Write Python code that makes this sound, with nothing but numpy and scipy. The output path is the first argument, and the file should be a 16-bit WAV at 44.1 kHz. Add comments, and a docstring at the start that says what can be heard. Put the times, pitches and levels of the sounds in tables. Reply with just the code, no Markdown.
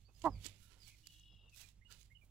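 """A grassy yard, with a stereo microphone on the ground among foraging hens. Close on the right, one hen
gives a single soft cluck, a pulsing tone shaped by her throat, and steps past with a low thud. Blades
swish, stems snap and stalks creak under feet and beaks. Further off another hen drones faintly and wild
birds whistle and trill, over a faint low hum and the outdoor air."""
import sys
import numpy as np
from scipy import signal
from scipy.fft import rfft, irfft
from scipy.io import wavfile

SR = 44100
rng = np.random.default_rng(int(sys.argv[2]) if len(sys.argv) > 2 else 0)


def transcribe(u):
    """Save the signal u as a 16-bit wav file named by the first command-line argument.

    u: samples, shape (n,) or (channels, n), limited to [-1, 1]; the rate is SR.
    q: integer samples, one column per channel.
    """
    v = np.clip(np.atleast_2d(u).T, -1, 1)
    q = np.round(v * 32767).astype(np.int16)
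    wavfile.write(sys.argv[1], SR, q)


N = 101429
TIME, FREQS = np.arange(N) / SR, np.fft.rfftfreq(N, 1 / SR)

# course of the close cluck (time [s], pitch [Hz], level [dB])
CLUCK_CONTOUR = [(0.2365, 315.1, -64.5), (0.243, 320.2, -38.5), (.25, 340.4, -33), (0.26, 327.1, -28.5),
                 (0.273, 305.7, -29.5), (.287, 280, -39.5), (.294, 272, -45.5), (.306, 253.9, -62.5)]
# resonances of the hen's throat (frequency [Hz], gain [dB])
THROAT_SPECTRUM = [(150, -15.5), (310, -3.5), (470, -16), (650, -4), (790, 2), (890, 1.5), (990, 0),
                   (1120, 2.5), (1300, -17.5), (1450, -23), (1640, -26), (1960, -23.5), (2300, -41),
                   (3000, -54), (5000, -66)]
# swishes of grass and feathers (peak [s], rise [s], fall [s], level [dB], tilt [dB/octave], crackle [dB])
GRASS_SWISHES = [(0.018, 0.047, .04, -80.5, 0.5, 0.5), (.195, 0.061, 0.077, -73, 1.5, -8),
                 (0.258, 0.018, 0.019, -60.5, 0, 4), (.36, .05, 0.059, -75, -1, 3.5),
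                 (0.424, .017, 0.019, -65.5, 4, 6.5), (0.459, 0.02, 0.017, -50, -1.2, 2.5),
                 (.495, 0.038, 0.082, -66.5, -1.9, 3), (0.631, 0.054, 0.084, -69.5, 3.5, 1.5),
                 (.715, .018, 0.051, -68, -2.36, 4.5), (.832, 0.043, 0.023, -71, 1, 4.5),
                 (.882, .025, 0.025, -60, 1, 2), (1.0, 0.087, 0.047, -72.5, 1, 3),
                 (1.134, 0.074, 0.069, -69, 2, 3), (1.579, 0.022, .025, -58.5, 2.5, 4),
                 (1.612, 0.022, 0.032, -57, 0.5, 2.5), (1.69, 0.053, 0.021, -68.5, .5, -0.5),
                 (1.914, 0.011, .04, -60, -0.5, 2.5), (2.012, .045, .024, -69, 2, 3.5),
                 (2.058, 0.014, 0.017, -74, 0.5, 5), (2.125, 0.016, 0.021, -82.5, 9, 4),
                 (2.249, 0.039, 0.026, -79.5, 9.5, 3)]
# colour of rubbing blades as the microphone hears them, with its dip near 8.5 kHz
# (frequency [Hz], gain [dB])
GRASS_AT_MIC = [(150, -7), (400, -9), (900, -11), (1400, -10), (2300, -0.5), (4000, 2.5), (5500, -1.5),
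                (7900, -2), (8500, -9.5), (10500, -5.5), (13000, -12.5), (15500, -10), (16300, -24.5)]
# snapping stems and pecks (time [s], level [dB], decay [s], tilt [dB/octave])
STEM_SNAPS = [(.1985, -70, 0.0033, 4), (.2188, -53, 0.0046, -4), (0.241, -44, 0.0017, -10.5),
              (0.2541, -49.5, .0012, -1.5), (0.446, -49, 0.0025, -2.5), (0.453, -51, 0.0035, -2.5),
              (0.4646, -40.5, 0.0014, 2), (0.485, -54, .002, -5), (1.063, -63.5, 0.0022, -1),
              (1.0707, -44, 0.0015, 1.5), (1.156, -81, .001, 4), (1.197, -63.5, 0.0022, 0),
              (1.495, -70, 0.01, -2), (1.578, -74, .001, 16), (1.617, -62, .002, -1),
              (1.9241, -49.5, 0.0013, 0), (2.013, -57.5, .0015, -3.5), (2.03, -59, 0.0012, -0.5)]
# colour of a snapping stem as the microphone hears it (frequency [Hz], gain [dB])
STEM_AT_MIC = [(150, -22), (1500, -14.5), (2400, -5.5), (3500, 0.5), (5500, -1), (7700, 4.5), (8600, -7.5),
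               (10500, -9), (13000, -14), (16000, -15.5)]
# pulls on a stalk (peak [s], rise [s], fall [s], gain [dB])
STALK_TUGS = [(0.641, .03, 0.058, -13.5), (0.714, 0.018, .05, -12), (1.908, 0.0074, 0.024, 2)]
# resonances of a stalk (frequency [Hz], width [Hz], level before the tug's gain [dB])
STALK_MODES = [(950, 116, -80), (1408, 233, -67.5), (1700, 264, -74.5), (2960, 310, -69.5)]
# feet scuffing the soil (peak [s], rise [s], fall [s], level [dB])
FOOT_SCUFFS = [(0.093, 0.0076, 0.014, -70.5), (.3, 0.035, 0.045, -62), (0.772, 0.015, 0.027, -75.5),
               (1.329, 0.019, 0.015, -80), (1.461, 0.045, 0.03, -76.5), (2.24, .02, 0.059, -81.5)]
# colour of scuffed soil (frequency [Hz], gain [dB])
SOIL_SPECTRUM = [(100, -11.5), (300, 2), (700, -1), (1200, -8), (2000, -22.5), (6000, -43.5)]
# low modes of the passing hen's thud (frequency [Hz], level [dB])
STEP_MODES = [(49, -49.5), (98, -51)]
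# dull rumble of that thud (frequency [Hz], gain [dB])
STEP_SPECTRUM = [(15, -8), (36, -6), (52, -1), (80, 4.5), (115, -0.5), (180, -7.5), (300, -21.5),
                 (800, -56.5)]
# distant whistles (start [s], length [s], first pitch [Hz], middle pitch [Hz], last pitch [Hz],
# level [dB], left over right [dB], roughness [0-1])
BIRD_WHISTLES = [(0.044, 0.041, 4230, 4550, 4560, -75.5, -17, 0.28),
                 (0.078, 0.027, 2600, 2550, 2630, -80, -6, 0),
                 (0.146, 0.033, 4940, 4970, 4970, -73.5, -32, .4),
                 (.288, .1, 5280, 4844, 4198, -71.5, -17, .55),
                 (0.789, 0.098, 5230, 4680, 4090, -67.5, -17, 0.57),
                 (1.517, 0.038, 2650, 2560, 2450, -68, 7, 0.42),
                 (1.629, 0.04, 2455, 2410, 2374, -70, -21, 0.28),
                 (1.812, 0.028, 1806, 2062, 2068, -70.5, -26.5, 0.18),
                 (1.848, 0.036, 2700, 2913, 2690, -69, -29, 0.19),
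                 (2.1, 0.034, 1775, 2133, 2150, -69, -20, 0.08),
                 (2.148, 0.03, 2895, 2956, 2725, -63.5, -28, 0),
                 (2.211, 0.033, 2416, 2340, 2360, -71.5, -20.5, 0)]
# a blackbird's buzzy notes (start [s], length [s], pitch [Hz], width [Hz], level [dB], partials [dB])
BLACKBIRD_NOTES = [(0.335, .06, 2300, 504, -74.5, -23), (0.888, 0.077, 2345, 488, -71, -3),
                   (1.026, .485, 2897, 286, -71.5, 3.5)]
# upper partials of those notes (frequency over pitch [ratio], gain [dB])
BLACKBIRD_PARTIALS = [(1.16, -12), (1.305, -14), (1.431, -23.5), (1.77, -20.5)]
# tones of the low hum (frequency [Hz], level [dB])
HUM_TONES = [(50, -70), (100, -74.5)]
# outdoor air common to both microphones (frequency [Hz], gain [dB])
SHARED_AIR = [(15, 0), (45, -1), (90, -3), (160, -8), (250, -19.5), (450, -31), (1000, -38), (1700, -40),
              (2800, -31), (4500, -38.5), (7800, -35), (8600, -42), (15500, -47.5)]
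# air that differs at each microphone (frequency [Hz], gain [dB])
DIFFUSE_AIR = [(25, 28), (60, 26), (150, 25), (300, 3), (700, 2.5), (3000, -2), (7800, -5.5),
               (15000, -12.5)]


def cluck(jitter=0.012, split_depth=0.6, breath_db=-19.5):
    """Close right: a falling pulse tone through a hen's throat; half harmonics grow as pulses pair up."""
    times, pitches, levels = np.transpose(CLUCK_CONTOUR)
    pitch = np.interp(TIME, times, pitches) * (1 + jitter * drift(150))
    phase = turn(pitch)
    level = np.interp(TIME, times, levels, left=-200, right=-200)
    split = split_depth * progress(0.25, 0.022)  # every second pulse comes late as the cluck closes
    tilt = 0.44 * np.maximum(level - levels.max(), -25)  # dB per octave: softer is duller
    voice, power = 0, 0
    for k in range(1, 20):
        harmonic = k / 2
        gain_db = read(THROAT_SPECTRUM, pitch * harmonic) + tilt * np.log2(max(harmonic, 1))
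        gain = amp(gain_db) * (split if k % 2 else 1)
        lag = np.pi * ((k / 6) ** 2 + k % 2 / 2)
        voice += gain * np.cos(harmonic * phase - lag)
        power += gain ** 2 / 2
    breath = amp(breath_db) * colour(noise() * (1 + np.cos(phase)), THROAT_SPECTRUM)
    return pan((voice / np.sqrt(power) + breath) * amp(level), -9)


def swishes(clicks_per_s=7000, dulling_db_per_octave=0.6):
    """Close by, blades slip past each other in dense uneven clicks, duller as they spring back."""
    out = np.zeros((2, N))
    for peak, rise, fall, db, tilt, crackle_db in GRASS_SWISHES:
        sizes = amp(crackle_db * np.minimum(rng.exponential(1, (2, N)), 5))
        signs = np.sign(rng.standard_normal((2, N)))
        slips = rng.random((2, N)) < clicks_per_s / SR
        clumps = amp(drift(160))
        stroke = unit(sizes * signs * slips * clumps) * amp(db) * swell(peak, rise, fall)
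        release = progress(peak, fall)
        bending = colour(stroke * (1 - release), GRASS_AT_MIC, tilt)
        springing = colour(stroke * release, GRASS_AT_MIC, tilt - dulling_db_per_octave)
        out += tuft(bending + springing)
    return out


def snaps():
    """Breaking stems and pecks: bursts of noise that die within milliseconds."""
    out = np.zeros((2, N))
    for start, db, decay, tilt in STEM_SNAPS:
        envelope = amp(db) * (TIME >= start) * np.exp(-abs(TIME - start) / decay)
        out += tuft(colour(rng.standard_normal((2, N)) * envelope, STEM_AT_MIC, tilt))
    return out


def tuft(x, ripple_db=3.0, spacing_hz=130):
    """Each tuft of blades colours a sound with its own narrow random resonances."""
    knots = np.arange(0, SR / 2, spacing_hz)
    ripple = np.interp(FREQS, knots, noise()[:len(knots)]) * ripple_db
    # minimum phase: the ringing follows each click
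    cepstrum = irfft(np.log(amp(ripple)), N) * 2 * (TIME < TIME[-1] / 2)
    return irfft(rfft(x) * unit(np.exp(rfft(cepstrum))), N)


def grass():
    """Swishes and snaps at the right microphone; a faint separate rustle reaches the left."""
    direct, scattered = swishes() + snaps()
    left_only = np.array([[2], [0]])
    return pan(direct, -33.5) + left_only * amp(-25.5) * scattered


def stalks():
    """On the right, dragged or tugged stalks ring with a brief creak."""
    ring = sum(amp(db) * fuzzy(hz, width) for hz, width, db in STALK_MODES)
    return pan(ring * swells(STALK_TUGS), -18.5)


def feet(rumble_db=-48.5):
    """Feet scuff the soil, and the nearest hen passes the microphone with a low thud."""
    scuffs = colour(noise(), SOIL_SPECTRUM) * swells(FOOT_SCUFFS)
    rumble = amp(rumble_db) * colour(noise(), STEP_SPECTRUM)
    modes = sum(amp(db) * sine(hz) for hz, db in STEP_MODES)
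    thud = (rumble + modes) * swell(peak_s=0.325, rise_s=0.049, fall_s=0.084)
    return pan(scuffs, -13.5) + pan(thud, -6)


def far_hen(level_db=-87.5):
    """Further off, another hen's faint low drone swells and fades."""
    envelope = swell(peak_s=1.35, rise_s=0.54, fall_s=0.24, shape=3)
    return pan(amp(level_db) * fuzzy(hz=306, width_hz=28) * envelope, -7)


def whistles(waver=0.012):
    """Distant birds whistle short curved glides, some pure, some rough."""
    out = np.zeros((2, N))
    for start, length, first, middle, last, db, pan_db, roughness in BIRD_WHISTLES:
        along = progress(start, length)
        arch = (middle - (first + last) / 2) * (1 - (2 * along - 1) ** 2)
        pitch = first + (last - first) * along + arch
        pure = sine(pitch * (1 + waver * drift(250)))
        tone = (1 - roughness) * pure + roughness * fuzzy(pitch, width_hz=450)
        envelope = abs(np.sin(np.pi * along)) ** 0.8
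        out += pan(amp(db) * envelope * unit(tone), pan_db)
    return out


def blackbird(throb_hz=44, throb_depth=0.32, sag=0.05, fade_s=0.015):
    """Off to the left, a blackbird's buzzy notes throb and sag in pitch as they end."""
    out = np.zeros((2, N))
    for start, length, hz, width_hz, db, partials_db in BLACKBIRD_NOTES:
        along = progress(start, length)
        pitch = hz * (1 - sag * along ** 4)
        upper = sum(amp(gain_db + partials_db) * fuzzy(pitch * ratio, width_hz=133)
                    for ratio, gain_db in BLACKBIRD_PARTIALS)
        throb = 1 + throb_depth * np.cos(turn(throb_hz * (1 + 0.058 * drift(11))))
        gate = np.minimum(np.minimum(along, 1 - along) * length / fade_s, 1)
        tone = fuzzy(pitch, width_hz) + upper * np.sqrt(abs(np.sin(np.pi * along)))
        out += pan(amp(db) * gate * throb * tone, 4.5)
    return out


def yard_echo(song, echo_db=-7, t60_s=0.14):
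    """The yard adds a thin echo, different at each microphone."""
    tail = rng.standard_normal((2, SR // 2)) * amp(-60 * TIME[:SR // 2] / t60_s)
    echo = signal.fftconvolve(song, tail / np.linalg.norm(tail[0]), axes=1)[:, :N]
    return song + amp(echo_db) * echo


def background(hum_waver=0.035, air_db=-71, diffuse_db=-77.5):
    """Behind everything: a wavering low hum, and the rumble and faint hiss of outdoor air."""
    phase_per_hz = turn(1 + hum_waver * drift(9.5))
    hum = sum(amp(db) * np.sqrt(2) * (1 + 0.083 * drift(6)) * np.sin(hz * phase_per_hz)
              for hz, db in HUM_TONES)
    diffuse = np.array([colour(noise(), DIFFUSE_AIR) for _ in range(2)])
    air = amp(air_db + 2 * drift(14.3)) * colour(noise(), SHARED_AIR)
    return pan(hum + air, -7) + amp(diffuse_db) * diffuse


def pan(x, left_over_right_db):
    """Places a sound by its level difference between the microphones."""
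    ratio = amp(left_over_right_db)
    return np.array([[ratio], [1]]) * x * 2 / (1 + ratio)


def from_right(stereo, lag_s=5.5e-05):
    """Sound from the right reaches the left microphone a little later."""
    return np.array([np.interp(TIME - lag_s, TIME, stereo[0]), stereo[1]])


def amp(db):
    """Decibels to gain."""
    return 10 ** (np.asarray(db) / 20)


def unit(x):
    """Scales to rms 1."""
    return x / np.sqrt(np.mean(abs(x) ** 2) + 1e-20)


def read(spectrum, hz):
    """A spectrum's gain in dB at hz, on a log-frequency axis."""
    knots, db = np.transpose(spectrum)
    return np.interp(np.log(hz + 1), np.log(knots), db)


def colour(x, spectrum, tilt=0):
    """Filters by a spectrum and a tilt in dB per octave above 300 Hz; white noise keeps its power."""
    octaves = np.log2(np.maximum(FREQS, 300) / 5000)
    return irfft(rfft(x) * unit(amp(read(spectrum, FREQS) + tilt * octaves)), N)


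def noise():
    """White noise."""
    return rng.standard_normal(N)


def drift(hz):
    """Random wander up to about hz, rms 1."""
    return unit(irfft(rfft(noise()) * np.exp(-(FREQS / hz) ** 2), N))


def turn(hz):
    """Running phase of a pitch or a pitch curve."""
    return 2 * np.pi * np.cumsum(hz * np.ones(N)) / SR


def sine(hz):
    """A pure tone, rms 1."""
    return np.sqrt(2) * np.sin(turn(hz))


def fuzzy(hz, width_hz):
    """A noisy resonance around hz."""
    return drift(width_hz / 2) * np.cos(turn(hz)) + drift(width_hz / 2) * np.sin(turn(hz))


def progress(start_s, length_s):
    """A ramp from 0 to 1."""
    return np.clip((TIME - start_s) / length_s, 0, 1)


def swell(peak_s, rise_s, fall_s, shape=0.91):
    """A rise to a peak and a fall; a higher shape rounds the top."""
    t = TIME - peak_s
    return np.exp(-abs(t / np.where(t < 0, rise_s, fall_s)) ** shape)


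def swells(events):
    """One envelope from several swells, each at its own level."""
    return sum(amp(db) * swell(peak, rise, fall) for peak, rise, fall, db in events)


def scene():
    """The yard from ground level: hens and grass on the right, wild birds further off."""
    ground = cluck() + far_hen() + feet() + grass() + stalks() + background()
    return from_right(ground) + yard_echo(whistles() + blackbird())


def record(dry):
    """The recorder passes sound up to about 16 kHz."""
    lowpass = signal.firwin(511, 16050, window=("kaiser", 9), fs=SR)
    return signal.oaconvolve(dry, lowpass[None], "same")


dry = scene()
out = record(dry)
transcribe(out)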